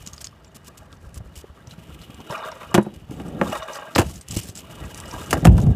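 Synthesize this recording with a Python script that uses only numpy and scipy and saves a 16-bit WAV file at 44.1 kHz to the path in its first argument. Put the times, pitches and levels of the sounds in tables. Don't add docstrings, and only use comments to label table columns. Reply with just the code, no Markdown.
import sys
import numpy as np
from scipy import signal
from scipy.fft import rfft, irfft, next_fast_len
from scipy.io import wavfile

SR = 44100
rng = np.random.default_rng(int(sys.argv[2]) if len(sys.argv) > 2 else 0)


def waveform_to_disk(signal):
    frames = np.transpose(np.atleast_2d(signal))
    scaled = np.clip(frames, -1, 1) * 32767
    samples = np.round(scaled).astype(np.int16)
    wavfile.write(sys.argv[1], SR, samples)


N = 253575

# frequency_hz, relative_db
GRIT_SPECTRUM = [(2000, -9), (3500, -6.5), (5200, -1), (6000, -1.5), (7700, 0.5), (9000, -3), (12500, -6.5),
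                 (14800, -10), (15600, -4)]
# time_s, grit_db, whir_db
CRUNCH_COURSE = [(0, -62.5, -58), (.27, -53, -62), (.3, -71, -64), (1, -66.5, -69), (1.6, -69.5, -63),
                 (2.05, -61.5, -53.5), (2.28, -65.5, -52.5), (2.32, -60.5, -56.5), (2.72, -59, -55.5),
                 (2.9, -71, -61), (3.07, -73, -64), (3.11, -64.5, -59), (3.4, -58.5, -55),
                 (3.5, -45, -45.5), (3.62, -56.5, -59), (3.92, -59.5, -58), (4.04, -43, -50),
                 (4.2, -54.5, -61), (4.26, -62, -61), (4.3, -45.5, -44.5), (4.5, -45.5, -54),
                 (4.53, -56, -64), (4.62, -55, -52), (4.85, -53.5, -52), (5.28, -47.5, -49),
                 (5.42, -51.5, -54), (5.55, -58, -55), (5.75, -61.5, -61)]


def amp(db):
    return 10 ** (np.asarray(db, float) / 20)


def rms_one(x):
    return x / np.sqrt(np.mean(x ** 2) + 1e-20)


def drift(rate_hz):
    r = np.exp(-2 * np.pi * rate_hz / SR)
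    noise = rng.standard_normal(N + SR)
    settled = signal.lfilter([1], [1, -2 * r, r * r], noise)[SR:]
    return rms_one(settled)


def colour(x, spectrum):
    hz, db = np.transpose(spectrum)
    size = next_fast_len(N)
    f = np.maximum(np.arange(size // 2 + 1) * SR / size, 1)
    gain = amp(np.interp(np.log(f), np.log(hz), db))
    return rms_one(irfft(rfft(x, size) * gain, size)[:N])


def band(x, low_hz, high_hz):
    return signal.sosfilt(signal.butter(2, [low_hz, high_hz], "band", fs=SR, output="sos"), x + 1e-18)


def soften(x, order, corner_hz):
    return signal.sosfilt(signal.butter(order, corner_hz, fs=SR, output="sos"), x + 1e-18)


def ring(force, hz, t60):
    r, w = amp(-60 / (t60 * SR)), 2 * np.pi * hz / SR
    return signal.lfilter([0, np.sin(w)], [1, -2 * r * np.cos(w), r * r], force + 1e-18)


def grains(per_s, spread_db):
    sizes = amp(spread_db * np.minimum(rng.exponential(1, N), 4)) * rng.choice([-1, 1], N)
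    return sizes * (rng.random(N) < per_s / SR)


def fading(times_s, db, t60_s, rise_s):
    out = np.zeros(N)
    for s, peak, decay in zip(times_s, amp(db), t60_s):
        decay = max(decay, .002)
        i, t = round(s * SR), np.arange(round(1.5 * decay * SR)) / SR
        envelope = peak * (1 - np.exp(-t / rise_s)) * amp(-60 * t / decay)
        out[i:i + len(t)] += envelope[:N - i]
    return out


def in_time(rows):
    s, *columns = np.transpose(rows)
    return [np.interp(np.arange(N) / SR, s, c) for c in columns]


def yard_noise():
    # frequency_hz, relative_db
    yard_spectrum = [(18, -33), (30, -28), (93, -3.5), (152, -2.5), (328, -7.5), (383, -6), (1250, -14.5),
                     (1880, -16), (2920, -34), (4400, -26.5), (14000, -48)]
    return amp(-55.5) * colour(rng.standard_normal(N), yard_spectrum)


def scrapes():
    # start_s, length_s, rise_db
    patches = [(.005, 0.021, 8), (0.061, 0.016, 15), (0.207, 0.014, 15), (0.242, 0.023, 8.5),
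               (.435, 0.018, 6), (0.547, .022, 20.5), (0.646, 0.039, 17), (0.774, 0.017, 14.5),
               (1.146, 0.039, 13), (1.356, 0.061, 21), (1.696, 0.039, 12), (1.926, 0.02, 7),
               (2.297, 0.045, 15), (2.354, 0.026, 7), (2.45, 0.044, 10), (2.606, 0.045, 4),
               (2.941, 0.023, 12), (2.988, .02, 7.5), (3.11, 0.04, 11), (3.195, 0.027, 8.5),
               (3.519, 0.072, 9), (3.68, 0.099, 8.5), (4.364, .04, 10), (4.476, 0.044, 1.5),
               (4.551, 0.057, 12.5), (5.569, 0.069, 10.5)]
    edge_s = 0.0024
    t = np.arange(N) / SR
    rise_db = np.zeros(N)
    for s, length, db in patches:
        corners = [s - edge_s, s, s + length, s + length + 2 * edge_s]
        rise_db += db * np.interp(t, corners, [0, 1, 1, 0])
    return rise_db


def frame(force, flicker_db):
    # frequency_hz, relative_db, t60_s
    frame_modes = [(560, 0.5, 0.029), (645, -1.5, 0.069), (974, 0.5, 0.028), (1156, 3.5, 0.029),
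                   (1400, -0.5, 0.019), (1590, -4, 0.04), (1896, -5.5, 0.027), (2480, -1, 0.0082),
                   (2906, -10, 0.064), (3660, -4.5, 0.013), (3860, -32, 0.46), (834.5, -10, 0.14)]
    out = np.zeros(N)
    for k, (hz, db, t60) in enumerate(frame_modes):
        flicker = amp(db + flicker_db * drift(29.6))
        out += (-1) ** k * flicker * ring(force, hz, t60)
    return out


def rolling():
    # frequency_hz, relative_db
    rumble_spectrum = [(25, -26), (45, 7.5), (70, 13.5), (110, 7.5), (160, 7), (230, -4.5), (400, -74)]
    # frequency_hz, relative_db
    drone_spectrum = [(100, -22), (160, 9.5), (200, 7), (320, 3.5), (450, -2.5), (800, -8), (1300, -48.5)]
    # frequency_hz, relative_db
    shake_spectrum = [(300, 3), (500, 11.5), (1000, 5), (1600, 10.5), (2200, -51)]
    # frequency_hz, relative_db
    whir_spectrum = [(1500, -19), (2100, -7), (2550, -2), (2820, -1.5), (2900, 7.5), (2990, 0.5),
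                     (3650, -6.5), (4200, -16), (5500, -18)]
    # time_s, rumble_db, drone_db
    load_course = [(0, -47.5, -62), (.95, -51, -58), (1.1, -44, -55), (1.55, -55, -59.5), (1.9, -44, -50.5),
                   (2.2, -47, -47.5), (2.31, -72, -45), (2.45, -61, -63), (2.72, -48, -50),
                   (2.9, -50, -46.5), (3.06, -42, -56.5), (3.11, -44, -42), (3.38, -38, -32),
                   (3.505, -36, -33), (3.53, -48, -41), (3.6, -44, -62), (3.72, -74, -69), (3.94, -83, -49),
                   (4.05, -29.5, -49), (4.15, -39, -45.5), (4.25, -49, -64), (4.31, -37, -44.5),
                   (4.55, -50, -48), (4.85, -39.5, -46), (5.28, -42.5, -42), (5.37, -33, -26),
                   (5.42, -27, -30), (5.5, -10.5, -24.5), (5.6, -16, -27), (5.7, -15.5, -30.5),
                   (5.75, -23, -35)]
    # time_s, shake_db
    shake_course = [(0, -54), (1, -56.5), (1.6, -57), (2.02, -54), (2.27, -50.5), (2.3, -34.5), (2.45, -33),
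                    (2.62, -47.5), (2.72, -41), (2.9, -57), (3.06, -66), (3.11, -53), (3.38, -45),
                    (3.51, -37), (3.53, -31.5), (3.66, -36), (3.92, -44), (4.05, -46), (4.12, -61),
                    (4.55, -55), (4.65, -45), (4.83, -43), (5.28, -39.5), (5.4, -40), (5.55, -47),
                    (5.75, -46)]

    rumble_db, drone_db = in_time(load_course)
    shake_db, = in_time(shake_course)
    grit_db, whir_db = in_time(CRUNCH_COURSE)
    rise_db = scrapes()
    grit_db = grit_db + rise_db
    whir_db = whir_db + 0.53 * rise_db

    lumps, patches, swells = drift(32), drift(55), drift(11.3)
    low_sway_db = 2.0 * lumps + 1.2 * swells
    rumble = colour(rng.standard_normal(N), rumble_spectrum) * amp(rumble_db + low_sway_db)
    drone = colour(rng.standard_normal(N), drone_spectrum) * amp(drone_db + low_sway_db)

    stones = rms_one(grains(4000, spread_db=2.5))
    modal_shake = amp(-2.5) * rms_one(frame(stones, flicker_db=5.0))
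    broad_shake = amp(-8.5) * colour(stones, shake_spectrum)
    shake = (modal_shake + broad_shake) * amp(shake_db + 0.49 * lumps + 2.4 * swells)

    whir = colour(grains(2000, spread_db=1.5), whir_spectrum)
    whir = whir * amp(whir_db + 2.0 * patches + 0.6 * swells)
    crunch = rms_one(grains(980, spread_db=3.5)) + 0.87 * rng.standard_normal(N)
    grit = colour(crunch, GRIT_SPECTRUM) * amp(grit_db + 3.14 * patches + 2.1 * swells)
    return rumble + drone + shake + whir + grit


def small_ticks():
    per_s, over_grit_db, t60_s = 19, 10.5, 0.024
    when, size, pitch = rng.random((150, 3)).T
    s = np.cumsum(-np.log(1 - when)) / per_s
    course_s, grit_db = np.transpose(CRUNCH_COURSE)[:2]
    db = np.interp(s, course_s, grit_db) + over_grit_db + 8 * size
    hz = 5000 + 4000 * pitch
    return [(a, b, c, t60_s) for a, b, c in zip(s, db, hz) if a < N / SR - .13]


def ticks():
    # start_s, relative_db, centre_hz, t60_s
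    tick_rows = [(.062, -28.5, 6830, .045), (0.073, -22.5, 6870, 0.023), (.132, -26.5, 6660, 0.045),
                 (.1615, -32, 7200, 0.033), (.179, -28, 4930, 0.028), (0.206, -29.5, 5230, 0.066),
                 (0.2432, -22.5, 6600, 0.059), (.2694, -26, 5260, .014), (0.446, -37, 5600, .026),
                 (0.9269, -28.5, 3840, 0.019), (1.1428, -35, 9940, 0.045), (1.3618, -31, 7900, 0.018),
                 (1.671, -39.5, 6000, 0.048), (1.708, -33.5, 4000, 0.081), (2.015, -34, 4100, 0.099),
                 (2.144, -41.5, 7460, 0.028), (2.2036, -39, 6040, .04), (2.306, -32, 5300, 0.076),
                 (2.377, -31, 5560, 0.054), (2.5144, -32, 5500, 0.045), (2.8275, -38.5, 10800, 0.066),
                 (2.9382, -37.5, 6170, 0.023), (3.496, -33, 7600, 0.073), (3.522, -38, 6030, .04),
                 (3.628, -37.5, 5920, 0.08), (3.731, -30.5, 6140, 0.11), (3.7562, -23.5, 4930, 0.05),
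                 (3.9502, -15, 4200, 0.077), (3.951, -11.5, 4940, 0.04), (4.1558, -28, 6950, .03),
                 (4.211, -31.5, 8750, 0.031), (4.285, -24.5, 9900, .013), (4.308, -14, 7650, 0.031),
                 (4.354, -23.5, 4960, .017), (4.37, -21, 8100, .035), (4.384, -23, 7700, 0.016),
                 (4.433, -27.5, 9050, 0.033), (4.4543, -29, 8650, 0.022), (4.4924, -27, 7800, 0.045),
                 (4.552, -24, 7700, .03), (4.574, -24, 7660, 0.031), (4.8516, -27.5, 8400, 0.017),
                 (4.9445, -28, 6350, .015), (4.973, -29, 9400, 0.053), (5.001, -26, 9300, 0.023),
                 (5.0789, -38.5, 8260, 0.11), (5.11, -29, 5650, .033), (5.6138, -34, 6740, 0.06)]
    out, hiss = np.zeros(N), colour(grains(9000, spread_db=7.5), GRIT_SPECTRUM)
    t = np.arange(SR // 8) / SR
    edge = (1 + 0.62 * np.exp(-t / 0.00073)) * (1 - np.exp(-t / 0.00072))
    for s, db, hz, t60 in list(tick_rows) + small_ticks():
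        i = round(s * SR)
        burst = hiss[i:i + len(t)] * amp(db - 60 * t / t60) * edge
        wide, narrow = ring(burst, hz, 0.00039), ring(burst, hz, 0.0077)
        out[i:i + len(t)] += 0.12 * burst + 0.22 * wide + 0.051 * narrow
    return out


def bumps():
    # start_s, level_db, pitch_hz
    bump_rows = [(.07, -29.5, 191), (0.559, -38, 190), (.68, -35, 256), (1.065, -30.5, 61.9),
                 (1.168, -24, 74.4), (1.202, -23.5, 101), (1.256, -27.5, 62), (1.37, -28.5, 71.6),
                 (1.441, -23.5, 415), (1.497, -31, 72), (1.675, -29, 126), (1.781, -28, 157),
                 (1.913, -34, 76), (1.999, -37, 64), (2.096, -27, 216), (2.203, -28, 270),
                 (2.301, -22, 149), (2.933, -29, 202), (3.095, -22.5, 135), (3.112, -17.5, 298),
                 (3.194, -24, 182), (4.03, -36, 90), (4.302, -29, 186), (4.366, -10, 101.4),
                 (4.49, -26, 102), (5.081, -30, 86.6)]
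    cycles = 8.5
    knock_db, knock_t60_s = -14.5, 0.045
    out, t = np.zeros(N), np.arange(SR // 4) / SR
    for s, db, hz in bump_rows:
        i = round(s * SR)
        envelope = amp(db - 60 * t * hz / cycles) * (1 - np.exp(-t / 0.0015))
        out[i:i + len(t)] += envelope * np.sin(2 * np.pi * hz * t)
    s, db, _ = np.transpose(bump_rows)
    knock = fading(s, db + knock_db, np.full(len(s), knock_t60_s), rise_s=0.0029)
    return out + knock * rms_one(band(rng.standard_normal(N), 160, 740))


def squeak():
    # start_s, end_s, from_hz, to_hz, peak_db
    glide = (0.455, 0.495, 7700, 6900, -60)
    start, end, from_hz, to_hz, db = glide
    part = np.clip((np.arange(N) / SR - start) / (end - start), 0, 1)
    phase = 2 * np.pi * np.cumsum(from_hz + (to_hz - from_hz) * part) / SR
    return amp(db) * np.sin(np.pi * part) * np.sin(phase)


def jolts():
    # start_s, length_s, first_jolt_relative_db
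    jumps = [(2.297, .36, -23), (3.52, .38, -20)]
    # start_s, relative_db
    hard_jolts = [(2.322, -19), (2.435, -29), (2.482, -26.5), (2.515, -28), (2.607, -23), (2.629, -24.5),
                  (3.522, -18), (3.55, -20.5), (3.62, -19), (3.68, -19), (3.75, -20.5), (3.783, -24),
                  (3.82, -27)]
    gap_s, t60_s, fade_db_per_s, spread_db = 0.041, 0.04, 34.5, 4
    rows = list(hard_jolts)
    for start, span, first_db in jumps:
        gap, size = rng.random((30, 2)).T
        after = gap_s * (np.cumsum(0.408 + 1.2 * gap) - .4 - 1.31 * gap[0])
        db = first_db - fade_db_per_s * after - spread_db * size
        rows += [(start + a, b) for a, b in zip(after, db) if a < span]
    s, db = np.transpose(rows)
    envelope = fading(s, db, np.full(len(s), t60_s), rise_s=0.0054)
    rattle = rms_one(grains(6000, spread_db=0.0))
    return amp(-25) * frame(envelope * rattle, flicker_db=4.5)


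def landings(start, end, body, soft_hz, snap_hz):
    # start_s, knock_db, clack_db, crack_db, body_db, snap_db
    blows = [(2.742, -8, -9, -17, -15.5, -5.5), (2.747, -13, -7.5, -20.5, -38, -6.5),
             (2.759, -25, -42, -58, -21, -24), (2.777, -2.5, -38, -32, -10.5, -9.5),
             (2.863, -28, -47, -51, -30, -39), (3.198, -25, -30, -49, -35, -34),
             (3.4125, -8, -38, -37, -21, -3.5), (3.9585, -9.5, -33, -18, -14, -4),
             (3.98, -13, -7.5, -18.5, -10.5, -11), (3.984, -6, -17, -16, -4.5, -16),
             (3.993, -21, -15, -20.5, -9.5, -16), (4.004, -14, -23, -31, -27, -20),
             (4.015, -21, -20, -30, -34, -27), (4.3645, -32.5, -50, -42, -15, -36),
             (5.307, -29, -17.5, -17.5, -34, -36), (5.328, -4.5, -10.5, -15, -25, 1.5),
             (5.446, -8, -22, -28, -19, -19), (5.451, -2.5, -11, -15, -6, -3.5),
             (5.469, -11.5, -14.5, -28.5, -3, -16), (5.578, -14, -25, -31.5, -24.5, -37),
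             (5.665, -24, -34, -44.5, -14.5, -47)]
    core_lag_s = .0015
    chosen = [row for row in blows if start < row[0] < end]
    s, knock_db, clack_db, crack_db, body_db, snap_db = np.transpose(chosen)
    t60_s = np.full(len(s), 0.035)
    core_s = s + core_lag_s
    at = np.round(core_s * SR).astype(int)

    rattle = rms_one(grains(5000, spread_db=-0.5))
    low = fading(core_s, knock_db, 1.5 * t60_s, rise_s=0.00175) * rattle
    high = fading(s, clack_db, t60_s, rise_s=0.0025) * rattle
    snap, push = np.zeros((2, N))
    snap[at], push[at] = amp(snap_db + 21), amp(body_db)
    snap = soften(band(snap, 290, 2670), 4, snap_hz)

    knock = amp(11.5) * band(band(low, 230, 860), 246, 3750)
    clack = amp(8.5) * band(high, 1500, 3140)
    frame_ring = amp(-34.5) * frame(high + 0.64 * snap, flicker_db=2.0)
    crack = fading(s, crack_db, 1.1 * t60_s, rise_s=0.00097) * colour(rng.standard_normal(N), GRIT_SPECTRUM)

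    push = soften(push, 2, soft_hz)
    body_ring = np.zeros(N)
    for k, (hz, db, t60) in enumerate(body):
        body_ring += (-1) ** k * amp(db + 0.5) * ring(push, hz, t60)
    return knock + clack + snap + frame_ring + crack + body_ring


def reflections(hits):
    # delay_s, relative_db
    echo_rows = [(.011, -15.5), (.023, -19.5), (.041, -26), (.067, -33.5), (0.107, -34.5)]
    dull, echoes = signal.lfilter([.4], [1, -.6], hits), np.zeros(N)
    for s, db in echo_rows:
        delay = round(s * SR)
        echoes[delay:] += amp(db) * dull[:N - delay]
    return echoes


def scene():
    # frequency_hz, relative_db, t60_s
    pallet = [(125, 1, 0.078), (206.5, 4, 0.15), (322, 6, 0.067), (366, 8, 0.042), (494, -5.5, 0.035),
              (776, 2.5, 0.018)]
    # frequency_hz, relative_db, t60_s
    asphalt = [(68.5, -4.5, 0.046), (115, 3, 0.042), (165, 1, 0.037), (328, -3, 0.049)]
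    # frequency_hz, relative_db, t60_s
    ramp = [(63.5, 2.5, 0.19), (80, 4.5, 0.15), (111.5, -5, 0.57), (163.6, 3, 0.084), (241, -7, 0.16),
            (332, -16.5, 0.16), (448, -22, 0.042)]
    pallet_from_s, asphalt_from_s, ramp_from_s = 2.7, 3.6, 5.25
    hits = ticks() + jolts()
    hits += landings(pallet_from_s, asphalt_from_s, pallet, soft_hz=940, snap_hz=2300)
    hits += landings(asphalt_from_s, ramp_from_s, asphalt, soft_hz=610, snap_hz=3440)
    hits += landings(ramp_from_s, N / SR, ramp, soft_hz=700, snap_hz=2400)
    return (yard_noise() + rolling() + hits + reflections(hits) + bumps() + squeak())[None]


def record(dry):
    x = signal.sosfilt(signal.butter(2, 35, "high", fs=SR, output="sos"), dry)
    rounded = 1.05 * np.tanh(x / 1.05)
    return signal.sosfilt(signal.cheby2(16, 70, 15900, fs=SR, output="sos"), rounded)


dry = scene()
out = record(dry)
waveform_to_disk(out)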